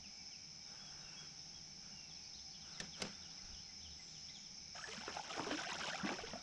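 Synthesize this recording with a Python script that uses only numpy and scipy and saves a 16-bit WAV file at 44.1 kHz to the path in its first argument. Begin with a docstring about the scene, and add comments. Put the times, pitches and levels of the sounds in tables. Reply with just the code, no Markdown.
"""A calm lake under a wooded bank: insects buzz as pulsed narrow-band noise and songbirds whistle gliding tones.
An electric motor throbs as a faint low hum under still air, a faint drone and wind, and a reel whirrs in spells.
One bird then repeats a three-note motif, and the boat's deck knocks twice as the hook is set, its modes ringing.
Last, the hooked bass thrashes a few boat lengths away: churned water rings as swarms of damped bubble tones,
the body slaps in noise bursts, trapped air pockets gulp in rising tones, and spray patters back."""
import sys
import numpy as np
from scipy import signal
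from scipy.fft import rfft, irfft, next_fast_len
from scipy.io import wavfile
from scipy.ndimage import map_coordinates

SR = 44100
rng = np.random.default_rng(int(sys.argv[2]) if len(sys.argv) > 2 else 0)


def store_pcm(level_fs):
    """Save levels as 16-bit WAV."""
    pcm = np.round(np.clip(level_fs, -1, 1) * 32767).astype(np.int16)
    wavfile.write(sys.argv[1], SR, np.atleast_2d(pcm).T)


N = 283122  # length in samples


def amp(db):
    """Level: every 20 dB is a tenfold amplitude."""
    return 10 ** (np.asarray(db) / 20)


def unit(x):
    """Normalisation: scale to rms 1."""
    return x / np.sqrt(np.mean(x ** 2) + 1e-20)


def clock(length):
    """Sampling: the sample times over a length in seconds."""
    return np.arange(int(length * SR)) / SR


def wobble(rate):
    """Slow random modulation: a smooth curve through normal random knots, rate knots a second."""
    knots = rng.standard_normal(int(N * rate / SR) + 4)
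    return map_coordinates(knots, [np.arange(N) * rate / SR])


def filtered(x, response):
    """Linear filtering: multiply the spectrum by a response of frequency in Hz."""
    size = next_fast_len(len(x) + 8192)  # zero padding
    return irfft(rfft(x, size) * response(np.fft.rfftfreq(size, 1 / SR)), size)[:len(x)]


def coloured(x, points):
    """Spectral shaping: filter x through (Hz, dB) points joined on a log frequency axis, at rms 1."""
    f, db = np.transpose(points)
    return unit(filtered(x, lambda hz: amp(np.interp(np.log(hz + 1), np.log(f), db))))


def noise(points):
    """Coloured noise: white noise shaped by (Hz, dB) points, at rms 1."""
    return coloured(rng.standard_normal(N), points)


def resonance(hz, width):
    """Narrow-band resonance: noise of rms 1 under one peak, width in Hz."""
    return unit(filtered(rng.standard_normal(N), lambda f: 1 / (1 + (2 * (f - hz) / width) ** 2)))


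def tone(pitch):
    """Frequency modulation: the phase is the running sum of the pitch in Hz."""
    return np.sin(2 * np.pi * np.cumsum(pitch) / SR)


def fade(t, t60, attack):
    """Damped decay: a quick rise, then an exponential loss of 60 dB per t60 seconds."""
    return np.exp(-np.log(1000) * t / t60) * (1 - np.exp(-t / attack))


def swells(rows, attack_s, fall_db_per_s, rest_db):
    """Power summation: (start s, length s, dB) rows rise, hold and fall away over a resting level."""
    t = np.arange(N) / SR
    power = amp(rest_db) ** 2
    for start, length, db in rows:
        rise = 1 - np.exp(-np.maximum(t - start, 0) / attack_s)
        fall_db = fall_db_per_s * np.maximum(t - start - length, 0)
        power = power + (rise * amp(db - fall_db)) ** 2
    return np.sqrt(power)


def add(track, start, sound):
    """Superposition: mix a sound into a track at a start in seconds."""
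    part = track[max(round(start * SR), 0):][:len(sound)]
    part += sound[:len(part)]


def bubbles(rate, low_hz, high_hz, cycles, rise, spread_db):
    """Bubble resonance: a steady swarm, rate a second, of softly starting, damped tones that rise in pitch."""
    pitch_draw, decay_draw, level_draw, time_draw = rng.random((4, int(rate * N / SR), 1))
    hz = low_hz * (high_hz / low_hz) ** pitch_draw
    t = clock(min(.045, cycles / low_hz))[None]
    age = t * hz / (cycles * (.5 + decay_draw))  # 1 once the tone has lost 60 dB
    size = amp(spread_db * np.minimum(-np.log(1 - level_draw), 3)) * np.sqrt(hz)
    envelope = size * np.minimum(2 * t * hz, 1) * np.exp(-np.log(1000) * age)
    # the pitch has gained the share "rise" at age 1
    tones = envelope * np.sin(2 * np.pi * hz * t * (1 + rise * np.minimum(age, 2) / 2))
    at = (time_draw * N).astype(int) + np.arange(t.size)
    return np.bincount(at.ravel(), tones.ravel(), N)[:N]


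def thrash():
    """Bubble resonance: churned water rings, gurgles and plops while spray patters and ticks over a fizz."""
    # Bouts of thrashing. Each row: start in seconds, length in seconds, churn, spray and gurgle levels in dB.
    bouts = [(4.735, 0.079, -58, -60, -85), (4.867, 0.092, -57.5, -54.5, -77),
             (5.08, 0.24, -57.5, -58.5, -71), (5.28, 0.23, -53.5, -55, -58), (5.5, 0.32, -50.5, -52, -61),
             (5.776, 0.29, -51, -54, -62), (6.075, 0.037, -68, -66, -52.5)]
    # Spectra of churned water and of spray. Each row: frequency in Hz, relative level in dB.
    churn_spectrum = [(100, -39), (170, 12.5), (260, -11), (450, -9.5), (770, -1.5), (1060, -7), (1500, 3),
                      (2000, -7), (2300, -4.5), (3200, -12), (5000, -12), (8000, -68)]
    spray_spectrum = [(900, -30), (1800, -3.5), (3100, 3.5), (4300, -2), (6200, -0.5), (7500, -8.5),
                      (8700, -20.5), (10000, -20.5), (12500, -37), (15500, -55)]
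    starts, lengths, churn_db, spray_db, gurgle_db = np.transpose(bouts)
    churn_gain = swells(zip(starts, lengths, churn_db), attack_s=0.02, fall_db_per_s=44.0, rest_db=-110)
    spray_gain = swells(zip(starts, lengths, spray_db), attack_s=0.015, fall_db_per_s=34.0, rest_db=-110)
    gurgle_gain = swells(zip(starts, lengths, gurgle_db), attack_s=0.022, fall_db_per_s=94, rest_db=-110)

    churn = bubbles(rate=380, low_hz=497.6, high_hz=3500, cycles=37.0, rise=0.34, spread_db=1.5)
    plops = bubbles(rate=60, low_hz=696, high_hz=2017, cycles=49, rise=0.18, spread_db=2.0)
    gurgle = bubbles(rate=160, low_hz=177, high_hz=526, cycles=11.4, rise=0.49, spread_db=2.5)
    drops = bubbles(rate=1100, low_hz=1810, high_hz=12700, cycles=26.4, rise=0.16, spread_db=2)
    # single drops landing
    ticks = unit(bubbles(rate=77, low_hz=2180, high_hz=6540, cycles=4.9, rise=.1, spread_db=-3.0))
    ticks = filtered(ticks, lambda hz: 1 / np.hypot(1, (hz / 7000) ** 4))

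    water = coloured(churn, churn_spectrum) + amp(-6.0) * unit(plops)
    spray = coloured(drops, spray_spectrum) + amp(-12) * ticks
    fizz = amp(-13) * (churn_gain * noise(churn_spectrum) + spray_gain * noise(spray_spectrum))
    clumps = amp(1.6 * wobble(45))  # water falls back in sheets
    return clumps * (churn_gain * water + gurgle_gain * unit(gurgle) + spray_gain * spray + fizz)


def slaps():
    """Impact radiation: each blow gives a pressure pulse and a noise burst; flatter landings are brighter."""
    # Blows of tail and body on the water. Each row: start in seconds, level in dB, upper band limit in Hz.
    blows = [(4.876, -50.5, 1800), (5.010, -50.5, 2600), (5.079, -42.5, 1544), (5.091, -44.5, 2050),
             (5.168, -44.5, 2000), (5.327, -49, 4280), (5.379, -42.5, 1390), (5.395, -38, 1100),
             (5.466, -43, 1100), (5.512, -37.5, 3240), (5.525, -38.5, 3420), (5.687, -44, 3500),
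             (5.806, -41.5, 3430), (6.044, -46.5, 1274), (6.060, -41, 3500), (6.090, -42, 2970),
             (6.110, -41.5, 1250), (6.127, -46, 3820), (6.334, -47, 1800)]
    out, t = np.zeros(N), clock(0.22)

    def spectrum(hz, top_hz):
        """Band-pass: a low cut, a slight tilt and a steep roll-off above top_hz."""
        tilt = 1 / np.hypot(1, hz / 1100) ** 0.075
        return hz / np.hypot(hz, 280) * tilt / np.hypot(1, (hz / top_hz) ** 4)

    for start, db, top_hz in blows:
        burst = unit(filtered(rng.standard_normal(len(t)), lambda hz: spectrum(hz, top_hz)))
        burst = burst * fade(t, t60=137 / top_hz, attack=0.00033)  # dull blows last longer
        push = np.sin(np.pi * top_hz * t) * fade(t, t60=7 / top_hz, attack=.0001)
        add(out, start, amp(db) * (burst + amp(-13.0) * push))
    return filtered(out, lambda hz: 1 / np.hypot(1, (hz / 7000) ** 4))


def pockets():
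    """Bubble resonance: trapped air rings, rising in pitch as it nears the surface; big pockets climb more."""
    # Singly ringing air pockets. Each row: start in seconds, starting pitch in Hz, level in dB, t60 in seconds.
    air_pockets = [(4.751, 692, -46, 0.071), (4.790, 1250, -44.5, 0.052), (4.840, 1700, -36, 0.04),
                   (4.884, 420, -47.5, 0.16), (4.976, 191, -40, 0.093), (5.035, 840, -42, 0.033),
                   (5.079, 333, -28.5, 0.019), (5.093, 200, -49, 0.13), (5.168, 784, -30.5, 0.03),
                   (5.195, 820, -33.5, 0.044), (5.303, 1256, -40, 0.037), (5.394, 870, -32, .025),
                   (5.421, 305, -44, 0.23), (5.467, 388, -37, 0.1), (5.487, 240, -36, 0.051),
                   (5.511, 564, -19, 0.01), (5.516, 279, -34, 0.18), (5.591, 1400, -40, 0.03),
                   (5.612, 677, -37, 0.038), (5.665, 691, -42, 0.091), (5.692, 1554, -45, 0.044),
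                   (5.945, 745, -37, .07), (5.956, 2360, -39, 0.023), (6.01, 1360, -36.5, 0.032),
                   (6.032, 184, -31.5, 0.15), (6.046, 275, -31, 0.071), (6.090, 2310, -37, 0.035),
                   (6.100, 216, -34.5, 0.078), (6.103, 813, -34, 0.031), (6.115, 326, -38.5, 0.12),
                   (6.190, 700, -35, 0.024), (6.235, 430, -39, 0.083), (6.331, 196, -37.5, 0.1),
                   (6.334, 595, -31, 0.019), (6.355, 670, -38, 0.05)]
    octave_rise_hz = 237  # a pocket of this pitch climbs an octave within its t60
    swell_cycles = 0.93  # big pockets start more softly than small ones
    out, t = np.zeros(N), clock(.25)
    for start, hz, db, t60 in air_pockets:
        octaves = octave_rise_hz / hz * np.minimum(t / t60, 1)
        add(out, start, amp(db) * tone(hz * 2 ** octaves) * fade(t, t60, attack=swell_cycles / hz))
    return out


def scattered(x):
    """Diffuse scattering: ripples and the near bank return a sound as a short wash."""
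    t = clock(.25)
    tail = rng.standard_normal(len(t)) * fade(t, t60=0.23, attack=0.0097)
    return x + amp(-11.5) * signal.fftconvolve(x, tail / np.linalg.norm(tail))[:N]


def knocks():
    """Modal vibration: a hard double contact cracks, the struck part rings, the hollow deck booms and rattles."""
    # Knocks on the boat. Each row: start in seconds, crack level in dB, deck level in dB,
    # ring of the struck part in Hz, ring level in dB.
    contacts = [(2.801, -38.5, -48.5, 1790, -39.5), (2.999, -55, -51, 470, -46.5),
                (3.0188, -33, -43, 2140, -37.5)]
    # Spectrum of the crack. Each row: frequency in Hz, relative level in dB.
    crack_spectrum = [(300, -14), (1000, -8.5), (1900, -2), (3800, 0), (5500, 5), (7500, -10), (10000, -22),
                      (15000, -45)]
    # Modes of the deck. Each row: frequency in Hz, mean relative level in dB, t60 in seconds.
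    deck_modes = [(167.3, 0, 0.49), (198, 1, 0.37), (240, -3.5, 0.21), (381, -3, 0.17), (409, -4, 0.16),
                  (504, -2.5, 0.18), (638, 1, 0.078), (734, -3.5, .13), (940, -7, 0.064), (1310, -5, 0.1),
                  (1526, -2, 0.08)]
    rattle_spectrum = [(100, 6.5), (350, 5.5), (1400, -1), (3500, -1.5), (7000, -9), (14000, -63)]  # Hz, dB
    out, t = np.zeros(N), clock(0.44)
    for start, crack_db, deck_db, ring_hz, ring_db in contacts:
        for delay, db in [(0, 1.9), (.003, 0.21)]:  # seconds, dB
            crack = noise(crack_spectrum)[:len(t)] * fade(t, t60=0.023, attack=0.000087)
            add(out, start + delay, amp(crack_db + db) * crack)
        ring = np.sin(2 * np.pi * ring_hz * t) * fade(t, t60=0.037, attack=0.00046)
        add(out, start, amp(ring_db) * ring)
        boom = np.zeros(len(t))
        for hz, db, t60 in deck_modes:
            mode = np.sin(2 * np.pi * (hz * t + rng.random())) * fade(t, t60, attack=0.0011)
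            boom += amp(db + rng.normal(0, 2.1)) * mode  # every knock excites the modes unevenly
        rattle = (noise(rattle_spectrum) * amp(3.3 * wobble(152)))[:len(t)]
        rattle = rattle * fade(t, t60=0.24, attack=0.0028)
        add(out, start, amp(deck_db) * (amp(-6.5) * boom + amp(-2.0) * rattle))
    return out


def hump(u):
    """Amplitude envelope: a note swells and fades over its relative time u, 0 to 1."""
    return np.sqrt(np.abs(np.sin(np.pi * u)))


def whistle(length, start_hz, final_hz, sag=0):
    """Frequency glide: a slightly quavering note; a positive sag bends its pitch below the straight line."""
    u = clock(length) / length
    pitch = (start_hz + (final_hz - start_hz) * u) * (1 - sag * np.sin(np.pi * u))
    quaver = 1 + 0.0035 * np.sin(2 * np.pi * (2 * u + rng.random()))
    return tone(pitch * quaver) * hump(u)


def arch(length, top_hz):
    """Frequency glide: a note hooks up to its pitch, holds it unsteadily and drops off at the end."""
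    u = clock(length) / length
    hook = (np.abs(u - .45) / .55) ** 4
    drop = 0.142  # share of the pitch lost at the end
    return tone(top_hz * (1 - drop * hook + 0.002 * wobble(90)[:len(u)])) * hump(u)


def thin_call(length, hz):
    """Random frequency modulation: a very high, sinking note flutters fast and unevenly."""
    u = clock(length) / length
    fall, flutter = 0.031, 0.022  # shares of the pitch
    return tone(hz * (1 - fall * u + flutter * wobble(220)[:len(u)])) * hump(u)


def far_birds():
    """Superposition: farther birds twitter in many hooked notes, up and down at random."""
    # The spell of twittering. Each row: start in seconds, length in seconds, level in dB.
    twitter = [(2.2, 1.63, -71.5)]
    far = np.zeros(N)
    for when, start, final, bend in rng.random(size=(150, 4)):
        note = whistle(.045, 2700 + 1900 * start, 2700 + 1900 * final, sag=.25 * (bend - .5))
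        add(far, when * N / SR, note)
    return swells(twitter, attack_s=0.12, fall_db_per_s=8, rest_db=-84) * unit(far)


def birds():
    """Reverberation: songbirds on the bank, one repeating its motif, are smeared by echoes among the trunks."""
    # Falling slurs. Each row: start in seconds, starting pitch in Hz, level in dB.
    slurs = [(.03, 3230, -59.5), (.315, 3400, -60.5), (2.082, 4344, -61.5), (2.129, 5200, -62),
             (2.36, 4600, -61), (2.72, 4870, -59.5), (3.895, 4600, -62), (4.336, 4270, -55),
             (4.437, 3980, -63)]
    # Sliding whistles and upward flicks. Each row: start and length in seconds, starting and final pitch in Hz,
    # level in dB.
    slides = [(0.159, 0.15, 2750, 2470, -71), (1.008, 0.19, 2830, 2580, -65),
              (1.901, 0.19, 2890, 2650, -65), (2.1, 0.24, 2624, 2395, -71.5),
              (2.239, .036, 4400, 4860, -56.5), (2.337, .03, 3480, 4550, -56),
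              (4.285, 0.021, 3060, 4420, -56)]
    # Arched whistles. Each row: start and length in seconds, top pitch in Hz, level in dB.
    arches = [(0.613, .085, 3780, -67.5), (0.782, 0.13, 3370, -64), (.985, 0.076, 3810, -66),
              (1.151, 0.11, 3320, -60.5), (1.371, 0.062, 3785, -69), (1.53, 0.075, 3300, -64)]
    # Very high, fluttering calls. Each row: start and length in seconds, starting pitch in Hz, level in dB.
    thin_calls = [(0.133, .05, 7300, -75), (3.97, 0.16, 7650, -73), (4.05, 0.23, 7000, -72),
                  (4.33, 0.12, 6700, -65.5), (4.747, 0.088, 6720, -62), (4.78, 0.13, 8100, -70)]
    # Three-note motif. Each row: delay into the motif and length in seconds, starting and final pitch in Hz,
    # sag as a share of the pitch, level in dB.
    motif = [(0, .059, 4256, 2765, 0.06, -59.5), (0.073, 0.055, 3080, 3570, -0.056, -74),
             (0.169, 0.026, 2068, 2010, 0, -60)]
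    song = np.zeros(N)
    for start, start_hz, db in slurs:
        add(song, start, amp(db) * whistle(0.046, start_hz, .72 * start_hz, sag=0.0476))
    for start, length, start_hz, final_hz, db in slides:
        add(song, start, amp(db) * whistle(length, start_hz, final_hz))
    for start, length, top_hz, db in arches:
        add(song, start, amp(db) * arch(length, top_hz))
    for start, length, hz, db in thin_calls:
        add(song, start, amp(db) * thin_call(length, hz))
    for start in 2.607 + .304 * np.arange(6):  # six evenly spaced motifs, in seconds
        for delay, length, start_hz, final_hz, sag, db in motif:
            add(song, start + delay, amp(db) * whistle(length, start_hz, final_hz, sag))
    song = song * amp(2.3 * wobble(70)) + far_birds()
    t = clock(.6)
    woods = rng.standard_normal(len(t)) * fade(t, t60=0.56, attack=0.0015)
    echoes = signal.fftconvolve(song, woods / np.linalg.norm(woods))[:N]
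    return amp(-0.5) * song + amp(-4.0) * echoes


def insects():
    """Amplitude modulation: a chorus blurs into a narrow buzz, with the nearest singer's pulses in it."""
    # Spectrum of the chorus. Each row: frequency in Hz, relative level in dB.
    chorus_spectrum = [(3500, -32), (4600, -20), (4950, -6.5), (5250, 3), (5650, -5), (6050, -4.5),
                       (6400, -11.5), (6900, -31.5), (8000, -43.5), (14000, -77)]
    pulses = tone(70 + 0.7 * wobble(2.8))  # pulses a second
    return amp(-55.0 + 0.63 * pulses + 0.52 * wobble(8.4)) * noise(chorus_spectrum)


def reel():
    """Broadband friction noise: the reel whirrs softly in spells of winding line."""
    # Spells of winding. Each row: start in seconds, length in seconds, level in dB.
    winding = [(.64, 0.61, -65.5), (1.8, 0.083, -67.5), (2.62, 0.21, -64), (2.94, 0.11, -58),
               (3.1, 0.44, -69.5)]
    # Spectrum of the whirr. 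Each row: frequency in Hz, relative level in dB.
    whirr_spectrum = [(300, -0.5), (800, 2.5), (1100, -0.5), (1500, 8), (2000, -5.5), (2800, 3),
                      (4500, -18), (7500, -12.5), (11000, -34), (15000, -61)]
    gain = swells(winding, attack_s=0.031, fall_db_per_s=110, rest_db=-79.5)
    return gain * noise(whirr_spectrum)


def motor():
    """Amplitude modulation: the electric motor's unsteady low hum throbs at a drifting rate."""
    # Course of the hum. Each row: time in seconds, throbs a second, level in dB about which it throbs.
    motor_course = [(0, 5, -73.5), (1.1, 6.5, -78.5), (2.2, 4.43, -73.5), (3.4, 2.94, -71.5),
                    (3.9, 2.8, -64.5), (4.5, 2.67, -80), (4.95, 1.8, -64.5), (5.3, 2.9, -78),
                    (5.8, 3.6, -71.5)]
    t = np.arange(N) / SR
    times, throb_rate, db = np.transpose(motor_course)
    throbs = np.cumsum(np.interp(t, times, throb_rate)) / SR
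    throb = np.cos(2 * np.pi * (throbs - np.interp(0.231, t, throbs)))  # a crest at 0.231 s
    return amp(np.interp(t, times, db) + 7 * throb) * tone(77.6 + 3 * wobble(12))


def wind():
    """Turbulence: light wind rumbles as low-frequency noise and swells in short puffs."""
    # Puffs of wind. Each row: start in seconds, length in seconds, level in dB.
    puffs = [(3.42, 0.096, -59.5), (6.19, 0.051, -56)]
    rumble = noise([(8, -7.5), (25, -10.5), (60, -7.5), (130, -25.0), (500, -74)])  # Hz, dB
    gain = swells(puffs, attack_s=0.012, fall_db_per_s=172, rest_db=-77.0)
    return gain * amp(2.1 * wobble(5.3)) * rumble


def drone():
    """Narrow-band resonance: faint bands of the surroundings waver independently."""
    # Bands of the drone. Each row: centre in Hz, width in Hz, level in dB.
    bands = [(155.4, 25, -71), (195.8, 35, -72), (796, 170, -76), (2290, 170, -74.5)]
    return sum(amp(db + 1.86 * wobble(3.98)) * resonance(hz, width) for hz, width, db in bands)


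def air():
    """Broadband ambience: still air is steady coloured noise with a slight waver."""
    # Spectrum of the air. Each row: frequency in Hz, relative level in dB.
    air_spectrum = [(20, -7.5), (100, 1.5), (180, 1), (300, -1.5), (550, -10), (800, -11), (1100, -13),
                    (1900, -9.5), (2400, -6.5), (4400, -8.5), (7000, -20), (8500, -27), (11000, -32.5),
                    (14000, -44.5)]
    return amp(-67.0 + 0.65 * wobble(3.33)) * noise(air_spectrum)


def scene():
    """Superposition: the fish, the boat and the bank add up in one channel."""
    fish = thrash() + scattered(slaps() + pockets())
    boat = knocks() + reel() + motor()
    bank = birds() + insects() + wind() + drone() + air()
    return (fish + boat + bank)[None]


def record(dry):
    """Band limiting: a sharp low-pass keeps nothing above 15.5 kHz."""
    return filtered(dry[0], lambda hz: hz < 15500)[None]


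dry = scene()
out = record(dry)
store_pcm(out)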